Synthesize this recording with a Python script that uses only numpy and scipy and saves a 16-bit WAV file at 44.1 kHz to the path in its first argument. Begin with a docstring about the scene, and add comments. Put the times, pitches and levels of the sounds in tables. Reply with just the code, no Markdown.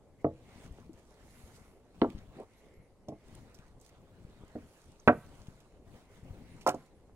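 """Thin wooden strips laid one by one across a stack of sawn boards, close to a stereo microphone
in an open yard. Each strip knocks, bounces and rings briefly in its bending modes; the last one
skids, its edges catching on the rough timber. Between the knocks a loose board rocks, boots thud
a little to the left, gloves rub and work clothes rustle. Small birds call far off on the right.
Under it all lie soft open air and a faint, narrow band of hiss that swells now and then."""
import sys
import numpy as np
from scipy import signal
from scipy.fft import rfft, irfft
from scipy.io import wavfile
from scipy.ndimage import uniform_filter1d

SR = 44100
rng = np.random.default_rng(int(sys.argv[2]) if len(sys.argv) > 2 else 0)


def pcm_store(signal):
    """Save signal as 16-bit PCM."""
    levels = np.round(np.clip(np.atleast_2d(signal), -1, 1) * 32767)
    wavfile.write(sys.argv[1], SR, levels.astype(np.int16).T)


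N = 315315

# the open air and the narrow hiss, spectral density: frequency_hz, relative_db
AIR_COLOUR = [(12, -43.5), (20, -14.5), (60, 3.5), (81, -5.5), (187, -9), (277, -9.5), (328, -13.5),
              (367, -7), (607, -13), (1370, -30.5), (2020, -36.5), (2600, -40), (8890, -41.5),
              (11400, -43.5), (13500, -56.5), (16000, -69.5)]
HISS_COLOUR = [(1400, -24), (1850, -5.5), (2150, 2), (2420, -10.5), (2900, -13.5), (4000, -31.5)]
# how the open air leans between the microphones: frequency_hz, left_minus_right_db
AIR_BALANCE = [(110, 2), (300, -1), (2400, 0), (8000, 2)]
# how alike left and right are in background and near noise: frequency_hz, correlation
BACKGROUND_LIKENESS = [(60, 0.79), (300, 0.94), (640, 0.92), (1400, 0.94), (3100, 0.041), (8000, 0)]
NEAR_LIKENESS = [(60, 0.9), (1000, 1), (3000, 0.14), (10000, 0.26)]
# dulling of near sound at the left microphone: frequency_hz, gain_db
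LEFT_SHADOW = [(300, -0.5), (1400, -1), (3500, -3), (9000, -5.5)]
# swells of the narrow hiss: peak_s, length_s, level_db
HISS_SWELLS = [(.21, 0.041, -72.5), (.57, 0.24, -70), (1.48, 0.62, -74.5), (2.7, 0.46, -75.5),
               (3.33, 0.46, -77), (4.45, 0.48, -91), (5.35, 0.48, -79.5), (6.2, 0.3, -74.5),
               (6.52, 0.24, -71), (6.85, 0.3, -81.5)]
# thin bird calls far off: start_s, length_s, top_pitch_hz, level_db
BIRD_CALLS = [(2.55, .06, 11500, -86), (2.73, 0.056, 11600, -89), (2.8, .07, 10300, -89),
              (6.485, .08, 9580, -83), (6.743, 0.12, 11300, -92), (6.939, 0.056, 10400, -90)]

# soles on soil, gloves on timber and moving cloth, spectral density: frequency_hz, relative_db
SCUFF_COLOUR = [(20, -24.5), (50, 1), (110, -3), (250, -5.5), (400, -17), (800, -21), (2000, -42.5)]
RUB_COLOUR = [(250, -12), (500, -4), (900, 0.5), (1500, -4), (2200, -6), (2900, -7.5), (4200, -10),
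              (7000, -31.5)]
SWISH_COLOUR = [(2000, -12.5), (4200, -5), (6500, -2.5), (9000, -4.5), (11500, -10), (13000, -15.5),
                (16000, -20)]
# a boot shifts over soil and planks: peak_s, length_s, relative_db
BOOT_SCUFFS = [(.47, 0.12, -58), (.70, 0.46, -55.5), (1.52, 0.54, -61.5), (1.97, 0.058, -54.5),
               (2.19, 0.41, -54.5), (3.39, 0.3, -54.5), (4.20, 0.65, -58.5), (4.60, 0.12, -54),
               (5.36, 0.27, -53.5), (5.94, 0.21, -51), (6.15, 0.13, -53.5), (6.33, 0.25, -50),
               (6.58, 0.45, -56.5)]
# an arm or the body sweeps round: peak_s, length_s, rub_relative_db, swish_relative_db
BODY_SWEEPS = [(0.218, 0.024, -75, -75), (0.40, 0.27, -69, -78.5), (0.578, 0.22, -59, -68.5),
               (0.639, 0.076, -62.5, -66), (0.772, 0.2, -66, -74), (0.982, 0.087, -67, -74),
               (1.12, 0.09, -75, -76.5), (1.39, 0.65, -63.5, -69), (1.555, 0.051, -63, -63.5),
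               (2.095, 0.37, -63.5, -74), (2.374, 0.14, -62.5, -75.5), (2.577, 0.37, -70, -76.5),
               (3.343, 0.25, -62, -70.5), (3.57, 0.34, -66, -76), (3.853, 0.09, -73, -67),
               (3.92, 0.16, -66, -82), (4.417, 0.86, -65.5, -76.5), (4.77, 0.37, -68.5, -72),
               (5.28, 0.9, -65.5, -71.5), (5.969, 0.18, -63, -72), (6.155, 0.12, -65.5, -71),
               (6.317, 0.22, -65.5, -78), (6.585, 0.56, -63.5, -72.5), (6.827, 0.14, -69, -76.5),
               (7.0, 0.25, -78, -85.5)]
# the worker is never quite still: scuff_relative_db, rub_relative_db, swish_relative_db
IDLE_LEVELS = (-74.5, -79.5, -91.5)
# boots land on soil and loose planks: start_s, level_db, pitch_hz, cycles_to_silence
BOOT_THUDS = [(0.559, -33, 150, 1.1), (0.652, -35.5, 132, 3.2), (0.71, -32.5, 72, 3.7),
              (0.894, -37.5, 328, 13), (1.437, -41, 67, 6.5), (2.149, -27, 85.4, 2.9),
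              (2.156, -37, 228, 5.6), (2.169, -39, 188, 6.6), (3.327, -42, 106, 7),
              (3.593, -38.5, 130, 3.5), (4.249, -34, 129, 2.5), (4.436, -27, 139, 0.82),
              (5.484, -31, 132, 3.6), (6.23, -41.5, 108.4, 6.6), (6.307, -32, 94.5, 4.5),
              (6.422, -38, 138, 4.4), (6.801, -44.5, 123.6, 3.8)]

# wood sliding, dragging, snapping and cracking, spectral density: frequency_hz, relative_db
SLIDE_COLOUR = [(5000, -24), (6500, -4.5), (8000, -10), (10000, 0), (11200, 0.5), (12800, -6.5),
                (15500, -16.5)]
DRAG_COLOUR = [(130, -5), (260, 2.5), (450, -2.5), (700, -8.5), (1000, -8.5), (1500, -22.5), (3000, -31.5),
               (6000, -45)]
SNAP_COLOUR = [(800, -11), (2500, 5), (4000, -2.5), (5200, 1.5), (7500, -3.5), (10500, -8), (13000, -5),
               (16000, -16)]
CRACK_COLOUR = [(600, -15.5), (1300, -4.5), (1750, -1.5), (2200, 6), (3200, 6), (4300, 0.5), (6000, -23.5),
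                (12000, -28.5)]
# a strip slides through the gloves: start_s, length_s, level_db
GLOVE_SLIDES = [(1.153, 0.48, -67), (1.45, 0.43, -75), (4.578, 0.3, -72.5), (4.99, 0.35, -68.5)]
# wood catches on wood and squeaks: start_s, pitch_hz, level_db
WOOD_SQUEAKS = [(3.083, 5750, -52), (3.347, 8400, -54.5), (3.547, 5600, -54.5), (3.797, 6500, -61),
                (3.812, 8200, -58), (4.996, 5920, -53)]
# a strip is pushed into place: peak_s, length_s, level_db
STRIP_DRAGS = [(1.955, .022, -59), (2.40, .11, -51)]
# splinters and twigs snap, rough edges catch: start_s, level_db, t60_s, pan_db, low_hz, high_hz
SPLINTER_SNAPS = [(0.725, -62, .012, -3, 7000, 13000), (0.932, -58, 0.012, 0, 5000, 13000),
                  (0.939, -64, .012, -5, 5000, 10000), (2.0384, -57, 0.012, 2, 4500, 9000),
                  (2.102, -52.5, 0.009, -6, 7040, 13000), (2.102, -44, 0.009, -9, 2400, 3800),
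                  (2.1812, -52, 0.014, 7, 3000, 5500), (2.1874, -51, 0.009, 6, 3000, 7000),
                  (2.401, -60, 0.014, -4, 6000, 11000), (3.085, -55, 0.06, -1, 2010, 14500),
                  (3.3516, -47, 0.0091, 2, 6000, 11900), (3.544, -61, 0.084, -10, 4000, 14500),
                  (3.588, -54, 0.02, 10, 2020, 14500), (3.813, -58.5, .025, -4, 6500, 14500),
                  (3.892, -57.5, .025, -2, 3500, 14500), (4.299, -65, .008, -1, 5000, 8000),
                  (4.45, -64, .008, -2, 7000, 11000), (4.481, -56, .009, 0, 6000, 14000),
                  (4.818, -52, .008, 5, 4000, 12000), (4.88, -61, .008, 0, 4000, 12000),
                  (4.919, -53.5, 0.0094, 9, 4000, 12000), (5.079, -40, 0.013, -5, 1510, 14500),
                  (5.418, -52, 0.011, 3, 3500, 9000), (5.470, -56.5, 0.027, 3, 2000, 14500),
                  (5.489, -59, .008, 2, 7000, 14000), (5.603, -58, .04, -2.5, 2000, 14500),
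                  (6.611, -52.5, 0.081, -2, 1490, 14400), (6.6652, -41, 0.054, -3.5, 3500, 14500),
                  (6.672, -34, 0.033, -2, 4300, 14000), (6.6762, -35, 0.028, -8, 4300, 14000),
                  (6.6878, -37, .035, 7, 4000, 14000), (6.6919, -32.5, 0.023, -1, 4000, 14000),
                  (6.703, -50, 0.063, -7, 5000, 14000), (6.746, -54, 0.028, -3, 4000, 11000)]
# a strip lands flat on the boards: start_s, level_db, centre_hz, t60_s, pan_db
STRIP_SLAPS = [(.247, -35.5, 1054, .045, 0), (2.0164, -26, 3500, 0.0095, -10),
               (2.0170, -25, 1400, .018, -3), (5.077, -29, 2300, .06, -3), (2.030, -41, 1250, .07, 2),
               (2.045, -35, 840, 0.072, 5), (4.554, -43.5, 690, .05, 1), (4.556, -54.5, 1510, 0.04, -1),
               (5.0758, -27, 2770, 0.045, -5), (5.081, -16, 1620, .046, -2.5), (5.090, -19, 633, .08, -0.5),
               (5.128, -39.5, 1200, .065, -1.5), (6.6641, -19, 1150, .016, -1), (6.666, -32, 1260, .06, -2),
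               (6.673, -39, 2000, .07, -6), (6.686, -35, 2470, .05, 0), (6.698, -35.5, 1370, .06, -2)]

# how long the shaken stack rattles: frequency_hz, t60_s
STACK_RATTLE = [(100, 0.35), (300, 0.17), (700, 0.11), (1500, 0.1), (3000, 0.11), (8000, 0.063)]
# modes of the stack's low boom: pitch_hz, relative_db, t60_s
STACK_MODES = [(103.7, -26.5, 0.066), (153, -13, 0.05), (238, -10.5, 0.047)]
# bending modes of the four strips and of a loose top board: pitch_hz, relative_db, t60_s
STRIP_A_MODES = [(91, -9, 0.16), (144, -8.5, 0.14), (183, -17, 0.11), (282, 0.5, 0.062), (319.4, -20, 0.29),
                 (378, -17, 0.15), (456, 2.5, 0.044), (496, -10.5, 0.11), (536, -22, 0.19),
                 (591, -9.5, 0.051), (574, -11, 0.13), (660, 0.3, 0.037), (850, -22, 0.16),
                 (1108, -29, 0.11), (1323, -29, 0.045), (1510, -33, 0.045)]
STRIP_B_MODES = [(102, -28, 0.108), (192, -28, 0.2), (247, -11, 0.11), (291.5, -11.5, 0.148),
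                 (286.3, 0.5, 0.11), (347, 2, 0.065), (415, -0.2, 0.069), (455, -1.5, 0.052),
                 (536, -19, 0.12), (654, -5.5, 0.077), (740, -24, 0.15), (840, -11, 0.052),
                 (933, -13, 0.046), (1176, -29, 0.2), (1270, -21, 0.071), (1460, -27, 0.056),
                 (2000, -22.5, 0.048)]
STRIP_C_MODES = [(102, -12, 0.2), (195, -15, 0.09), (240, -7, 0.15), (268, -12, 0.08), (298, -0.5, 0.09),
                 (360, -12, 0.17), (413, -14, 0.13), (460, -5.5, 0.12), (493, -2, 0.039), (588, -3, 0.09),
                 (628, -9, 0.09), (718, -4, 0.09), (883, -25, 0.15), (1010, -9, 0.045), (1130, -13, 0.055),
                 (1350, -5, 0.042), (1490, -6.5, 0.04), (1590, -15, 0.04), (1720, -14, 0.032),
                 (2030, -19, 0.036), (2300, -20, 0.032), (2680, -22, 0.028), (3150, -27, 0.025)]
STRIP_D_MODES = [(100, -14, 0.165), (131, -8.5, 0.13), (240, -26.5, 0.09), (299, -15.5, 0.13),
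                 (384, -1, 0.09), (374, -3.5, 0.087), (541.6, -5, 0.11), (658, 0, 0.09), (727, -2.5, 0.074),
                 (786, -7, 0.07), (847, -5, 0.073), (1037, 1.5, 0.037), (1124, -13, 0.098),
                 (1308, -1.5, 0.04), (1400, -8, 0.09), (1640, -12, 0.061), (1754, -18, 0.07),
                 (2050, -24, 0.07)]
BOARD_MODES = [(134, 3, 0.082), (145, -16, 0.062), (201, -17, 0.18), (275, -15, 0.092), (311, -8, 0.099),
               (421, -7.5, 0.12), (593, -8, 0.076), (665, -10.5, 0.12), (730, -15.5, 0.15),
               (840, -7, 0.058), (1060, -16.5, 0.147)]
# the pieces of wood in the order they are handled
PIECES = [STRIP_A_MODES, STRIP_B_MODES, BOARD_MODES, STRIP_C_MODES, STRIP_D_MODES]
# when the hand takes each piece: start_s
PIECE_START_S = [0, 1, 3, 4, 5.8]
# where each piece lands: left_minus_right_db
PIECE_PAN_DB = [0.5, 1, -0.5, -1, -2]
# wood strikes wood: start_s, ring_db, thump_db, hardness_hz, bass_cut_hz
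WOOD_KNOCKS = [(0.2442, -6.5, -24, 1600, 80.4), (0.25, -18.5, -40, 1290, 85),
               (0.265, -8.5, -38.3, 990, 730), (0.785, -45, -41.5, 1810, 300), (1.945, -48, -51, 1900, 500),
               (2.0171, -3.5, -12, 2500, 99), (2.021, -29, -10.5, 717, 102),
               (2.0308, -20, -18.5, 1783, 832), (2.045, -10.5, -13.5, 1201, 512),
               (2.081, -30, -21.5, 253, 115), (2.402, -39, -45, 1500, 450), (3.0814, -24, -40, 646, 178),
               (3.0847, -23, -31, 889, 98), (3.121, -27, -34.5, 900, 170), (4.553, -21.5, -28.5, 557, 85),
               (5.076, -5.5, -2, 4550, 108), (5.0814, 5.5, 9.5, 1950, 1640), (5.0898, 4.5, -3.5, 870, 810),
               (5.1274, -25, -26, 1865, 120), (6.6642, -9, -14, 2100, 337), (6.6754, -3.5, -38.5, 930, 580),
               (6.685, -16, -20, 2020, 111), (6.6987, -19.5, -31, 1500, 150), (6.742, -23.5, -24, 930, 160),
               (7.096, -58.5, -47, 1776, 700)]


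def amp(db):
    """Decibels to amplitude."""
    return 10 ** (np.asarray(db) / 20)


def unit_rms(x):
    """Scales to rms 1."""
    return x / np.sqrt(np.mean(x ** 2) + 1e-20)


def decay(t, t60_s):
    """An envelope that falls 60 dB in t60_s."""
    return np.exp(-np.log(1000) * t / t60_s)


def curve_at(points, hz):
    """Reads a table on a log-frequency axis."""
    points_hz, values = np.transpose(points)
    return np.interp(np.log(hz + 1), np.log(points_hz + 1), values)


def coloured(x, colour):
    """Shapes the spectrum of a sound by a colour table."""
    hz = np.fft.rfftfreq(x.shape[-1], 1 / SR)
    return irfft(rfft(x) * amp(curve_at(colour, hz)), x.shape[-1])


def panned(x, pan_db):
    """Shares a sound between the microphones; positive is left."""
    return x * amp([[pan_db / 2], [-pan_db / 2]])


def add(mix, start_s, sound):
    """Mixes a sound in at start_s."""
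    part = mix[:, round(start_s * SR):][:, :sound.shape[-1]]
    part += sound[..., :part.shape[1]]


def filtered(x, hz, kind, order):
    """Causal low-pass or high-pass."""
    return signal.sosfilt(signal.butter(order, hz, kind, fs=SR, output="sos"), x)


def noise(colour, likeness, patchy_db, balance=((1, 0), (2, 0))):
    """Stereo noise of rms 1 with a given colour and drifting patches."""
    frames, hz = N // 256 + 5, np.fft.rfftfreq(1024, 1 / SR)
    real, imag, own_real, own_imag, patches = rng.standard_normal((5, frames, len(hz)))
    patches = uniform_filter1d(patches, size=8, axis=0)
    patches = unit_rms(uniform_filter1d(patches, size=16, axis=1))
    shared = np.clip(curve_at(likeness, hz), -1, 1)
    right = real + 1j * imag
    left = shared * right + np.sqrt(1 - shared ** 2) * (own_real + 1j * own_imag)
    left *= amp(curve_at(balance, hz))
    spectra = np.array([left, right]) * amp(curve_at(colour, hz) + patchy_db * patches)
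    return unit_rms(signal.istft(spectra.swapaxes(1, 2), nperseg=1024, noverlap=768)[1][:, :N])


def swells(events, rise_share, rise_shape, idle_db, fall_shape=2.9):
    """Each event gathers and eases off above a resting level; a higher shape is squarer."""
    t = np.arange(0, N, 64) / SR
    power = amp(idle_db) ** 2
    for peak_s, length_s, level_db in events:
        from_peak = np.maximum((peak_s - t) / rise_share, (t - peak_s) / (1 - rise_share)) / length_s
        shape = np.where(t < peak_s, rise_shape, fall_shape)
        power = power + (amp(level_db) * np.exp(-from_peak ** shape)) ** 2
    return np.interp(np.arange(N) / SR, t, np.sqrt(power))


def reflections(x, t60_by_hz, delay_s):
    """Dense random reflections, each band dying at its own speed; the sides part in the treble."""
    mid, side = rng.standard_normal((2, SR // 2))
    side = .5 * filtered(side, 4400, "high", order=1)
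    hz, t, spectra = signal.stft(np.array([mid + side, mid - side]), SR, nperseg=256)
    spectra = spectra * decay(t, curve_at(t60_by_hz, hz)[:, None])
    tail = signal.istft(spectra, SR, nperseg=256)[1]
    tail = np.pad(tail, ((0, 0), (round(delay_s * SR), 0)))
    return signal.fftconvolve(x, tail / np.linalg.norm(tail[0]), axes=1)[:, :N]


def open_air(level_db=-60.5):
    """Soft, low noise from all round the yard."""
    return amp(level_db) * noise(AIR_COLOUR, BACKGROUND_LIKENESS, patchy_db=2, balance=AIR_BALANCE)


def narrow_hiss():
    """A faint, narrow band of hiss near 2.1 kHz that swells now and then."""
    strength = swells(HISS_SWELLS, rise_share=.55, rise_shape=3.8, idle_db=-90.5)
    return strength * noise(HISS_COLOUR, BACKGROUND_LIKENESS, patchy_db=1)


def distant_birds(arch_depth=.05, blur_db=-2):
    """Far to the right, whistles rise and fall a little, blurred by the trees."""
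    out = np.zeros((2, N))
    for start_s, length_s, top_hz, level_db in BIRD_CALLS:
        bend = np.linspace(-1, 1, round(length_s * SR)) ** 2
        pitch_hz = top_hz * (1 - arch_depth * bend)
        whistle = np.sin(2 * np.pi * np.cumsum(pitch_hz) / SR)
        add(out, start_s, amp(level_db) * panned(whistle * (1 - bend), pan_db=-23))
    return out + amp(blur_db) * reflections(out, [(5000, .083), (15000, .12)], delay_s=.006)


def yard_echo(impacts, level_db=-32, t60_s=.49, bass_cut_hz=750):
    """The fence and trees return a faint, thin echo."""
    thin = filtered(impacts, bass_cut_hz, "high", order=2)
    return amp(level_db) * reflections(thin, [(2000, t60_s), (10000, t60_s / 2)], delay_s=.036)


def worker_rustle(scuff_db=-2, rub_db=-2, swish_db=1, crinkle_db=1.05, flips_per_s=25, flip_gain=2.2):
    """Close by, soles scuff, gloves rub on timber and cloth swishes with a fine crinkle."""
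    scuff_idle_db, rub_idle_db, swish_idle_db = IDLE_LEVELS
    sweeps = np.array(BODY_SWEEPS)
    scuff = swells(BOOT_SCUFFS, rise_share=.43, rise_shape=5.2, idle_db=scuff_idle_db)
    rub = swells(sweeps[:, [0, 1, 2]], rise_share=.5, rise_shape=1.4, idle_db=rub_idle_db)
    swish = swells(sweeps[:, [0, 1, 3]], rise_share=.5, rise_shape=1.4, idle_db=swish_idle_db)
    flutter = unit_rms(uniform_filter1d(rng.standard_normal(N), size=90))
    crinkle = unit_rms(amp(crinkle_db * flutter))
    # folds of cloth flip over at random, each with a tiny 1 ms tick
    flips = (rng.random(N) < flips_per_s / SR) * rng.uniform(0, 1.6, N)
    flips = signal.lfilter([1], [1, -np.exp(-1 / (.001 * SR))], flips)
    swish *= 1 + flip_gain * flips
    soles = amp(scuff_db) * scuff * noise(SCUFF_COLOUR, NEAR_LIKENESS, patchy_db=3)
    gloves = amp(rub_db) * rub * crinkle * noise(RUB_COLOUR, NEAR_LIKENESS, patchy_db=3)
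    cloth = amp(swish_db) * swish * crinkle * noise(SWISH_COLOUR, NEAR_LIKENESS, patchy_db=1.6)
    return panned(soles, pan_db=5) + gloves + cloth


def boot_thuds(softness_hz=600):
    """Left of centre, each boot gives a low push that dies within a few cycles."""
    out, t = np.zeros((2, N)), np.arange(SR // 4) / SR
    for start_s, level_db, pitch_hz, cycles in BOOT_THUDS:
        push = np.sin(2 * np.pi * pitch_hz * t) * decay(t, cycles / pitch_hz)
        add(out, start_s, amp(level_db) * filtered(push, softness_hz, "low", order=2))
    return panned(out, pan_db=5)


def strip_handling(squeak_s=.0091, squeak_jitter=.088):
    """Strips hiss through the gloves and, catching on wood, squeak at a wavering pitch."""
    sliding = np.zeros((1, N))
    for start_s, length_s, level_db in GLOVE_SLIDES:
        add(sliding, start_s, amp(level_db) * np.hanning(round(length_s * SR)))
    out = sliding * noise(SLIDE_COLOUR, NEAR_LIKENESS, patchy_db=-1.5)
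    envelope = np.hanning(round(squeak_s * SR))
    for start_s, pitch_hz, level_db in WOOD_SQUEAKS:
        waver = unit_rms(uniform_filter1d(rng.standard_normal(SR // 10), size=20))[:len(envelope)]
        squeak = np.sin(2 * np.pi * np.cumsum(pitch_hz * (1 + squeak_jitter * waver)) / SR)
        add(out, start_s, amp(level_db) * envelope * squeak)
    return out


def strip_drags():
    """A strip pushed over the boards gives a soft, dull scrape."""
    strength = swells(STRIP_DRAGS, rise_share=.54, rise_shape=3.1, idle_db=-110)
    return strength * noise(DRAG_COLOUR, NEAR_LIKENESS, patchy_db=4.5)


def splinter_snaps(grain_db=4, grain_share=.29, stereo_width=.15):
    """Each snap is a quick, dying cluster of tiny fibre breaks."""
    out, t = np.zeros((2, N)), np.arange(SR // 5) / SR
    for start_s, level_db, t60_s, pan_db, low_hz, high_hz in SPLINTER_SNAPS:
        breaks = rng.standard_normal((2, len(t))) * (rng.random((2, len(t))) < grain_share)
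        breaks *= amp(grain_db * np.minimum(rng.exponential(1, breaks.shape), 3))
        breaks = filtered(coloured(breaks, SNAP_COLOUR), high_hz, "low", order=3)
        mid, side = unit_rms(filtered(breaks, low_hz, "high", order=3))
        snap = np.array([mid + stereo_width * side, mid - stereo_width * side]) * decay(t, t60_s)
        add(out, start_s, amp(level_db) * panned(snap, pan_db))
    return out


def strip_slaps(width_octaves=.21):
    """Landing flat, a strip touches at many points at once: a dense burst around one pitch."""
    out, t = np.zeros((2, N)), np.arange(SR // 4) / SR
    octaves = np.log2(np.fft.rfftfreq(len(t), 1 / SR) + 1)
    for start_s, level_db, centre_hz, t60_s, pan_db in STRIP_SLAPS:
        band = np.exp(-.5 * ((octaves - np.log2(centre_hz)) / width_octaves) ** 2)
        burst = unit_rms(irfft(rfft(rng.standard_normal(len(t))) * band, len(t)))
        attack = 1 - np.exp(-(t * centre_hz) ** 2)
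        add(out, start_s, amp(level_db) * panned(burst * attack * decay(t, t60_s), pan_db))
    return out


def mode_swings(modes, t):
    """Each mode of struck wood swings as a dying sine."""
    return [amp(db) * decay(t, t60_s) * np.sin(2 * np.pi * hz * t) for hz, db, t60_s in modes]


def stack_thump(t, end_hz=300, t60_s=.017, glide_depth=2.53, glide_s=.00076):
    """Bending waves carry treble faster than bass: a quick downward sweep over the stack's boom."""
    cycles = end_hz * (t + glide_depth * glide_s * (1 - np.exp(-t / glide_s)))
    return np.sin(2 * np.pi * cycles) * decay(t, t60_s) + sum(mode_swings(STACK_MODES, t))


def wood_ring(modes, t):
    """A piece rings at its far end, where neighbouring modes swing in opposite senses."""
    ring = sum((-1) ** k * swing for k, swing in enumerate(mode_swings(modes, t)))
    return ring / (2 * np.linalg.norm([amp(db) for _, db, _ in modes]))


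def wood_knocks(crack_gain=.0561, crack_t60_s=.009):
    """Each blow thumps the stack and rings the piece; a soft contact leaves out the high modes."""
    out, t = np.zeros((2, N)), np.arange(SR // 2) / SR
    thump = stack_thump(t)
    rings = [wood_ring(modes, t) for modes in PIECES]
    for start_s, ring_db, thump_db, hardness_hz, bass_cut_hz in WOOD_KNOCKS:
        piece = np.searchsorted(PIECE_START_S, start_s) - 1
        # the crowded high modes blur into a dry crack
        crack = unit_rms(coloured(rng.standard_normal(len(t)), CRACK_COLOUR)) * decay(t, crack_t60_s)
        blow = amp(ring_db) * (rings[piece] + crack_gain * crack) + amp(thump_db) * thump
        blow = filtered(blow, hardness_hz, "low", order=4)
        blow = filtered(blow, bass_cut_hz, "high", order=2)
        add(out, start_s, panned(blow, PIECE_PAN_DB[piece]))
    return out


def scene(rattle_db=-12, left_lag_samples=5.25):
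    """Beside the stack: blows shake the boards close by, with the open yard behind."""
    impacts = wood_knocks() + strip_slaps() + boot_thuds() + splinter_snaps()
    impacts += amp(rattle_db) * reflections(impacts, STACK_RATTLE, delay_s=.003)
    echo = yard_echo(impacts)
    near = impacts + worker_rustle() + strip_handling() + strip_drags()
    # sound from the stack reaches the left microphone later and duller
    hz = np.fft.rfftfreq(N, 1 / SR)
    lag = np.exp(-2j * np.pi * hz * left_lag_samples / SR)
    near[0] = irfft(rfft(near[0]) * amp(curve_at(LEFT_SHADOW, hz)) * lag, N)
    return near + echo + open_air() + narrow_hiss() + distant_birds()


def record(dry, ceiling=.75, top_hz=15900):
    """The microphone rounds off the hardest peaks; the highest treble is cut away."""
    rounded = ceiling * np.tanh(dry / ceiling)
    low_pass = signal.firwin(511, top_hz, window=("kaiser", 9), fs=SR)
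    return signal.oaconvolve(rounded, low_pass[None], "same")


dry = scene()
out = record(dry)
pcm_store(out)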